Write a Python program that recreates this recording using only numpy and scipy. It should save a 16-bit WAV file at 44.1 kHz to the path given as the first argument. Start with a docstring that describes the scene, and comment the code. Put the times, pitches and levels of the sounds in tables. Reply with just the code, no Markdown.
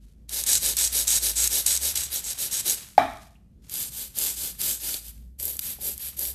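"""A small, live room rumbles faintly, an engine humming outside. Gloves rustle and a hand file starts
to scrape back and forth across the free edge of a plastic nail tip: grit chatters, rings the plastic
and now and then catches with a tick. At 3 s something knocks on the table, and table and room ring out.
The file returns more quietly along the side of the tip, then, from 5.4 s, works round the corner.
In this second half the hands also bump softly against the table."""
import sys
import numpy as np
from scipy import signal
from scipy.fft import rfft, irfft
from scipy.io import wavfile

SR = 44100
rng = np.random.default_rng(int(sys.argv[2]) if len(sys.argv) > 2 else 0)


def dump(signal):
    """Clip the signal to [-1, 1] and save it as 16-bit WAV at the path in sys.argv[1]."""
    limited = np.clip(np.atleast_2d(signal).T, -1, 1)
    pcm = np.round(limited * 32767).astype(np.int16)
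    wavfile.write(sys.argv[1], SR, pcm)


N = 279594
TIME = np.arange(N) / SR
FREQS = np.fft.rfftfreq(4096, 1 / SR) + 1

# EQ of the still room: (frequency [Hz], gain [dB])
ROOM_TONE_EQ = [(25, -21.5), (40, -8.5), (55, -1.5), (72, -2.5), (90, -9.5), (130, -9.5), (220, -12),
                (320, -25), (500, -33), (1000, -49), (3000, -52), (13000, -56)]
# the engine outside: (time [s], firing rate [Hz], level before trim [dB])
ENGINE_CURVE = [(0.0, 50.5, -51.5), (0.38, 56.06, -47.5), (1.46, 55.8, -39.5), (1.62, 64.1, -52),
                (1.84, 69.1, -41), (2.12, 72.0, -49), (2.25, 54.75, -53.5), (3.78, 53.8, -57.5),
                (4.28, 59.3, -55.5), (4.94, 54.46, -50), (5.19, 53.8, -46), (5.43, 69.3, -50.5),
                (5.97, 63.7, -54), (6.25, 64.0, -47)]
# the gloved hands on the move: (start [s], end [s], level [dB])
GLOVE_MOVES = [(0, 0.072, -67.5), (.28, 2.84, -45), (2.97, 3.23, -57.5), (3.615, 4.98, -57.5),
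               (5.0, 5.15, -63.5), (5.38, 6.34, -55)]
# hands bumping the table: (time [s], peak [dB], centre [Hz])
HAND_BUMPS = [(3.354, -56.5, 2700), (4.943, -35.5, 130), (5.785, -44, 550)]

# ring of the table: (frequency [Hz], relative level [dB], t60 [s])
TABLE_MODES = [(266, -13.5, .4), (642, -1.5, .33), (672, 1.5, .33), (719, 0, .34), (778, -2.5, 0.43),
               (830, -3, 0.33), (866, -7.5, 0.45), (1188, -13, 0.39), (1230, -11, .5), (1316, -12, 0.38),
               (1710, -11.5, .35), (2238, -22, .3), (2396, -20.5, .3)]
# broad resonances the knock sends round the room: (centre [Hz], half width [Hz], gain [dB])
WASH_BANDS = [(111, 25, -15), (265.6, 40, -11), (413, 50, -18.5), (683.7, 52, -0.5), (824, 51, -4),
              (1190, 120, -10.5), (1770, 200, -15), (2350, 120, -15), (3300, 220, -25.5), (3850, 200, -24),
              (5200, 500, -38)]
# the thin, even bed under those resonances: (frequency [Hz], gain [dB])
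WASH_BED_EQ = [(60, -36), (500, -30.5), (1100, -19.5), (2800, -31), (4600, -36.5), (13000, -38.5)]

# the file changes hold, edge to side and side to corner, in the pauses between runs: (time [s])
HOLD_CHANGES_S = [3.3, 5.3]
# rasp of the grit in each hold: (frequency [Hz], gain [dB])
EDGE_EQ = [(250, -15.5), (500, -15), (800, -16.5), (1150, -21.5), (1700, -16), (2400, -10), (3600, -6.5),
           (5000, -4), (6300, -2.5), (7800, 0), (9200, -1), (11000, -3.5), (12500, -0.5), (13800, -3.5)]
SIDE_EQ = [(250, -11.5), (500, -15), (800, -18), (1150, -20.5), (1700, -20.5), (2400, -12), (3600, -6.5),
           (5000, -8), (6300, -7), (7800, -6), (9200, -5), (11000, -1), (12500, 0.5), (13800, -2.5)]
CORNER_EQ = [(250, -22.5), (500, -18), (800, -24), (1150, -29.5), (1700, -25.5), (2400, -18.5), (3600, -14),
             (5000, -17), (6300, -15.5), (7800, -7.5), (9200, -8.5), (11000, -4.5), (12500, 0), (13800, -4)]
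# narrow peaks and dips that give the scraping its hollow, ringing colour:
# (centre [Hz], half width [Hz], edge gain [dB], side gain [dB], corner gain [dB])
SCRAPE_COLOUR = [(1570, 150, 4.5, 7, 4), (2700, 78, -3.5, -3, -2.5), (3880, 230, 4.5, -0.5, .5),
                 (4850, 270, 1.5, 3, 5), (5440, 70, -2.5, -8, -5), (5760, 160, 5.5, 1, 6.5),
                 (6650, 200, 7, 2.5, 5), (7046, 57, -5, -0.5, 3), (7575, 150, 6, 5, 4.5),
                 (8110, 150, 7.5, 1.5, 2), (8490, 120, 3, 5.5, 4.5), (8960, 140, -3, -2, -5),
                 (9420, 200, 5, 4, -1.5), (10440, 190, 4, -3.5, 0.5), (11260, 130, 5.5, 2, 2),
                 (12150, 240, 2.5, 1.5, 0.5), (13300, 170, 0.5, 2, -1)]
# hard catches, mostly as the file lands or leaves: (time [s], peak [dB], tilt [dB/octave])
HARD_CATCHES = [(0.2933, -22, -3), (0.4377, -13, 0), (0.5313, -4, -3), (0.5535, -4, -4), (0.7682, -9, 1),
                (1.0789, -4, -2), (1.4748, -6, -2), (1.6643, -1, 3), (1.753, -8, 3), (1.7644, -12, 1),
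                (1.7745, -9, -4), (1.9566, -10, 0), (1.9748, -9, -5), (2.6977, -7, 3), (3.6965, -18, -5),
                (3.7404, -12, 3), (4.187, -4, 4), (4.615, -9, 0), (4.9423, -12, -5), (5.3992, -17, -4),
                (5.428, -14, 1), (5.4538, -10, 4), (5.5681, -16, 4), (5.5922, -9, -4), (5.9786, -19, 0),
                (6.1924, -10, 4)]
# strokes, forth and back in turn within each run; a positive lean presses towards the end:
# (start [s], end [s], mid-stroke level before trim [dB], lean [dB])
STROKES = [(0.282, 0.441, -27.5, 7.5), (0.461, 0.588, -19.5, 0.5), (0.602, 0.745, -22, 0.5),
           (0.766, 0.887, -20.5, -1), (0.915, 1.051, -21.5, -1.5), (1.068, 1.192, -19.5, 2),
           (1.2, 1.331, -22.5, 3.5), (1.354, 1.477, -20.3, 2.5), (1.497, 1.635, -21.5, -2.5),
           (1.659, 1.781, -22, -5.5), (1.797, 1.932, -23, 2.5), (1.953, 2.076, -27.5, -8),
           (2.095, 2.216, -26.5, 2), (2.238, 2.34, -28.5, 1.5), (2.358, 2.491, -26.5, 5),
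           (2.509, 2.618, -25, 2), (2.638, 2.763, -22, 0.5), (3.676, 3.9, -29, 4), (3.911, 4.089, -33, 0.5),
           (4.132, 4.358, -25, 1.5), (4.352, 4.531, -29, 0.5), (4.573, 4.783, -24, -1),
           (4.795, 5.007, -28.5, 0), (5.023, 5.126, -40.5, -4), (5.382, 5.57, -29.5, 0),
           (5.604, 5.764, -30.5, -0.5), (5.793, 5.95, -28, 1.5), (5.993, 6.123, -32, -3),
           (6.163, 6.333, -28, -1)]
# how the file bears on the tip in each hold, one row forth and one back: (entry [dB re mid-stroke],
# exit [dB re mid-stroke], chatter [relative], tip ring [dB], tilt [dB/octave], board drum [dB])
BEARING = {"edge": [(-13, -16.5, 2.2, -4, .3, 6), (-4.5, -7.5, 1.8, 1.5, -0.92, -4)],
           "side": [(-17, -17.5, 2.1, .8, .15, 1.3), (-12, -17, 0.898, 1, -.15, 1.5)],
           "corner": [(-12, -15.5, 3.12, -3.5, 0.27, 7), (-9.5, -18.5, 1, -4, -1.1, -7)]}
# the usual stroke in each hold: (level [dB])
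USUAL_STROKE_DB = {"edge": -21, "side": -29, "corner": -30}
# each dB of extra pressure rings the tip more and dulls the rasp:
# (tip ring [dB], tilt [dB/octave], board drum [dB])
TONE_PER_PRESSURE_DB = (.25, -0.0366, 0)


def undb(db):
    """Decibels to gain."""
    return 10 ** (np.asarray(db) / 20)


def unit(x):
    """Normalise to rms 1."""
    return x / np.sqrt(np.mean(x ** 2) + 1e-18)


def eq_curve(points):
    """Join (frequency [Hz], gain [dB]) points on a log-frequency axis."""
    hz, db = np.transpose(points)
    return np.interp(np.log(FREQS), np.log(hz), db)


def bell(hz, width_hz):
    """An EQ bell of height 1."""
    return np.exp(-.5 * ((FREQS - hz) / width_hz) ** 2)


def response(eq_db):
    """Minimum-phase impulse response of an EQ curve, at unit energy."""
    cepstrum = irfft(np.log(undb(eq_db)))
    half = len(cepstrum) // 2
    cepstrum[1:half] *= 2
    cepstrum[half + 1:] = 0
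    impulse = irfft(np.exp(rfft(cepstrum)))
    return impulse / np.linalg.norm(impulse)


def through(x, impulse):
    """Play a sound through an impulse response."""
    return signal.fftconvolve(x, impulse)[:len(x)]


def hiss(eq_db, count):
    """Coloured noise of rms 1."""
    return unit(through(rng.standard_normal(count), response(eq_db)))


def flicker(rate):
    """Random modulator of rms 1, with rate new targets a second."""
    return unit(np.interp(TIME * rate, np.arange(N), rng.standard_normal(N)))


def decay(t, t60):
    """Envelope that falls 60 dB in t60 seconds."""
    return np.exp(-np.log(1000) * t / t60)


def add(out, s, x):
    """Mix x into out from time s."""
    i = int(s * SR)
    out[i:i + len(x)] += x[:N - i]


def room_tone(level_db=-53, waver_db=2.5):
    """The bed: a low, gently wavering rumble of still air."""
    return undb(level_db) * hiss(eq_curve(ROOM_TONE_EQ), N) * undb(waver_db * flicker(8.8))


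def engine(drift_hz=1.5, waver_db=1.0, trim_db=-1.0):
    """An engine beyond the walls hums unsteadily at its firing rate."""
    times, rates, levels = np.transpose(ENGINE_CURVE)
    firing_hz = np.interp(TIME, times, rates) + drift_hz * flicker(11)
    hum = np.sin(2 * np.pi * np.cumsum(firing_hz) / SR)
    gain = undb(np.interp(TIME, times, levels) + trim_db)
    return unit(hum * undb(waver_db * flicker(8.8))) * gain


def room_reverb(x, wet_db=-14, t60=0.51, predelay_s=0.011, early_db=-15):
    """Early echoes off the table and things on it, then the tail of a small, hard-walled room."""
    t = TIME[:SR]
    tail = rng.standard_normal(len(t)) * decay(t, t60) * np.clip(t / predelay_s - 1, 0, 1)
    echoes = undb(wet_db) * tail / np.linalg.norm(tail)
    for lag_s in (.0023, .0034, .0052):
        echoes[int(lag_s * SR)] += undb(early_db)
    return x + through(x, echoes)


def gloves(crinkle_db=3, attack_s=0.027, release_t60=0.48):
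    """Thin rubber rustles softly while the hands move and dies away when they rest."""
    rustle = hiss(eq_curve([(150, -7), (1000, -7), (3500, -2), (8000, -3.5), (13000, -5), (16000, -24)]), N)
    envelope = np.zeros(N)
    for start, end, db in GLOVE_MOVES:
        attack = np.clip((TIME - start) / attack_s, 0, 1)
        release = decay(np.maximum(TIME - end, 0), release_t60)
        envelope = np.maximum(envelope, undb(db) * attack * release)
    return unit(rustle * undb(crinkle_db * flicker(250))) * envelope


def hand_bumps(t60=0.051):
    """Padded by the gloves, each bump on the table is a short, dull puff."""
    out, t = np.zeros(N), TIME[:8192]
    for s, db, hz in HAND_BUMPS:
        eq_db = 20 * np.log10(bell(hz, width_hz=300) + .01)
        puff = hiss(eq_db, len(t)) * decay(t, t60)
        add(out, s, puff * undb(db) / np.abs(puff).max())
    return out


def knock(at_s=2.9792, thud_hz=765, thud_db=1.5, crack_db=-19, ring_db=-25, wash_db=-22):
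    """A hard blow: a few strong cycles of the table top, a crack, then its ring and the room's wash."""
    out, t = np.zeros(N), TIME[:SR]
    swell = t / .0023  # the thud's envelope peaks at 2.3 ms
    thud = -swell ** 2 * np.exp(2 * (1 - swell)) * np.sin(2 * np.pi * thud_hz * t)
    crack_eq = eq_curve([(100, -10), (270, -4.5), (500, -12), (1100, -5.5), (1750, 5.5),
                         (3000, -19.5), (4100, -5), (6000, -16), (13000, -26.5)])
    crack = hiss(crack_eq, len(t)) * decay(t, t60=.026)
    ring = sum(undb(db) * np.sin(2 * np.pi * hz * t + rng.uniform(0, 2 * np.pi)) * decay(t, t60)
               for hz, db, t60 in TABLE_MODES)
    bands = sum(undb(db) * bell(hz, width) for hz, width, db in WASH_BANDS)
    wash_eq = 20 * np.log10(undb(eq_curve(WASH_BED_EQ)) + bands)
    wash = hiss(wash_eq, len(t)) * decay(t, t60=.49)
    build_up = 1 - np.exp(-t / .0021)
    tail = (undb(ring_db) * ring + undb(wash_db) * wash) * build_up
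    add(out, at_s, undb(thud_db) * thud + undb(crack_db) * crack + tail)
    return out


def hold_at(s):
    """Which hold the file is in: 0 on the edge, 1 on the side, 2 on the corner."""
    return int(np.searchsorted(HOLD_CHANGES_S, s))


def contact(s, ring_db, tilt_db, board_db):
    """Voice of the contact: the hold, how freely the tip rings, how much the file's board drums."""
    hold = hold_at(s)
    rasp = eq_curve([EDGE_EQ, SIDE_EQ, CORNER_EQ][hold])
    colour = sum(gains[hold] * bell(hz, width) for hz, width, *gains in SCRAPE_COLOUR)
    body = ring_db * bell(7460, 1200) + board_db * bell(400, 365)
    tilt = tilt_db * np.log2(np.maximum(FREQS, 250) / 7000)
    # so small a body radiates neither deep bass nor the very top
    roll_off = 10 * np.log10((1 + (130 / FREQS) ** 4) * (1 + (FREQS / 14500) ** 20))
    return response(rasp + colour + body + tilt - roll_off)


def lesser_catches(per_stroke=2, above_db=9, scatter_db=2.0, tilt_scatter_db=3.5):
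    """Coarse grains near mid-stroke, as strong as its pressure: (time [s], peak [dB], tilt [dB/octave])."""
    rows = []
    for start, end, db, _ in STROKES:
        times = start + rng.uniform(1 / 4, 3 / 4, per_stroke) * (end - start)
        for s, (size, tone) in zip(times, rng.standard_normal((per_stroke, 2))):
            rows.append((s, db + above_db + scatter_db * size, tilt_scatter_db * tone))
    return rows


def catches():
    """The tip snaps free of a coarse grain and rattles briefly against the grit."""
    out, t = np.zeros(N), TIME[:2048]
    # the tip alone is too small to carry a tick's lows
    low_cut = signal.butter(2, 2700, "high", fs=SR, output="sos")
    for s, db, tilt_db in list(HARD_CATCHES) + lesser_catches():
        force = .33 * rng.standard_normal(len(t)) * decay(t, t60=.011)
        force[0] += 1  # the snap at the head of the rattle
        tick = through(force, contact(s, ring_db=2, tilt_db=tilt_db, board_db=-12))
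        tick = signal.sosfilt(low_cut, tick)
        add(out, s, tick * undb(db) / np.abs(tick).max())
    return out


def shaped_strokes():
    """Hold, direction and pressure give each stroke its dynamics, chatter and tone."""
    for hold, name in enumerate(BEARING):
        run = [row for row in STROKES if hold_at(row[0]) == hold]
        for k, (start, end, db, lean_db) in enumerate(run):
            entry_db, exit_db, chatter, *tone = BEARING[name][k % 2]
            levels = (db + entry_db - lean_db, db, db + exit_db + lean_db)
            pressure_db = db - USUAL_STROKE_DB[name]
            tone = np.array(tone) + pressure_db * np.array(TONE_PER_PRESSURE_DB)
            yield start, end, levels, chatter, tone


def stroke_envelope(t, start, end, levels, touch_s=0.0081, trim_db=-0.88, graze_db=-23):
    """The hand speeds up and slows down, so the level follows an arch."""
    entry_db, mid_db, exit_db = levels
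    place = np.minimum(2 * (t - start) / (end - start) - 1, 1)  # -1 at entry, +1 at exit
    foot_db = np.where(place < 0, entry_db, exit_db)
    arch_db = mid_db + (foot_db - mid_db) * np.abs(place) ** 2.53
    # a stroke that enters gently also takes longer to bite
    bite_s = touch_s * max(.5, (mid_db - entry_db - 8.5) / 2)
    touch = np.clip(np.minimum((t - start) / bite_s, (end - t) / touch_s), 0, 1)
    # the file keeps grazing the tip while the hand turns
    graze = undb(mid_db + graze_db) * (t > (start + end) / 2)
    return np.hypot(touch * undb(arch_db + trim_db), graze)


def filing(grains_per_s=20000, grain_db=2.5, chatter_db=0.81, sway_db=0.5, turn_s=0.024, sweep_db=4.0):
    """Each stroke drags a dense stream of grains over the tip, bunched where the file sticks and slips."""
    out = np.zeros(N)
    hits = rng.random(N) < grains_per_s / SR
    grains = hits * rng.choice([-1, 1], N) * undb(grain_db * rng.standard_normal(N))
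    slips, sway = flicker(rate=1100), flicker(rate=90)
    for start, end, levels, chatter, (ring_db, tilt_db, board_db) in shaped_strokes():
        span = slice(int(start * SR), int((end + turn_s) * SR))
        t = TIME[span]
        bunching = undb(chatter_db * chatter * slips[span] + sway_db * sway[span])
        force = unit(grains[span] * bunching) * stroke_envelope(t, start, end, levels)
        # the contact travels along the board, so the tip's ring crossfades over the stroke
        travel = np.linspace(0, 1, len(t))
        swing_db = sweep_db * rng.standard_normal()
        for share, shift_db in ((1 - travel, swing_db), (travel, -swing_db)):
            voice = contact(start, ring_db + shift_db, tilt_db, board_db)
            add(out, start, signal.fftconvolve(force * share, voice))
    return out


def scene():
    """Mono mix: file and bumps feed the reverb; gloves, knock and background join after it."""
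    close_up = room_reverb(filing() + catches() + hand_bumps())
    return (close_up + gloves() + knock() + engine() + room_tone())[None]


def record(dry, top_hz=13850):
    """Soft-clip the loudest peak and cut the top steeply."""
    rounded = dry / (1 + dry ** 6) ** (1 / 6)
    high_cut = signal.ellip(10, .2, 70, top_hz, fs=SR, output="sos")
    return signal.sosfilt(high_cut, rounded)


dry = scene()
out = record(dry)
dump(out)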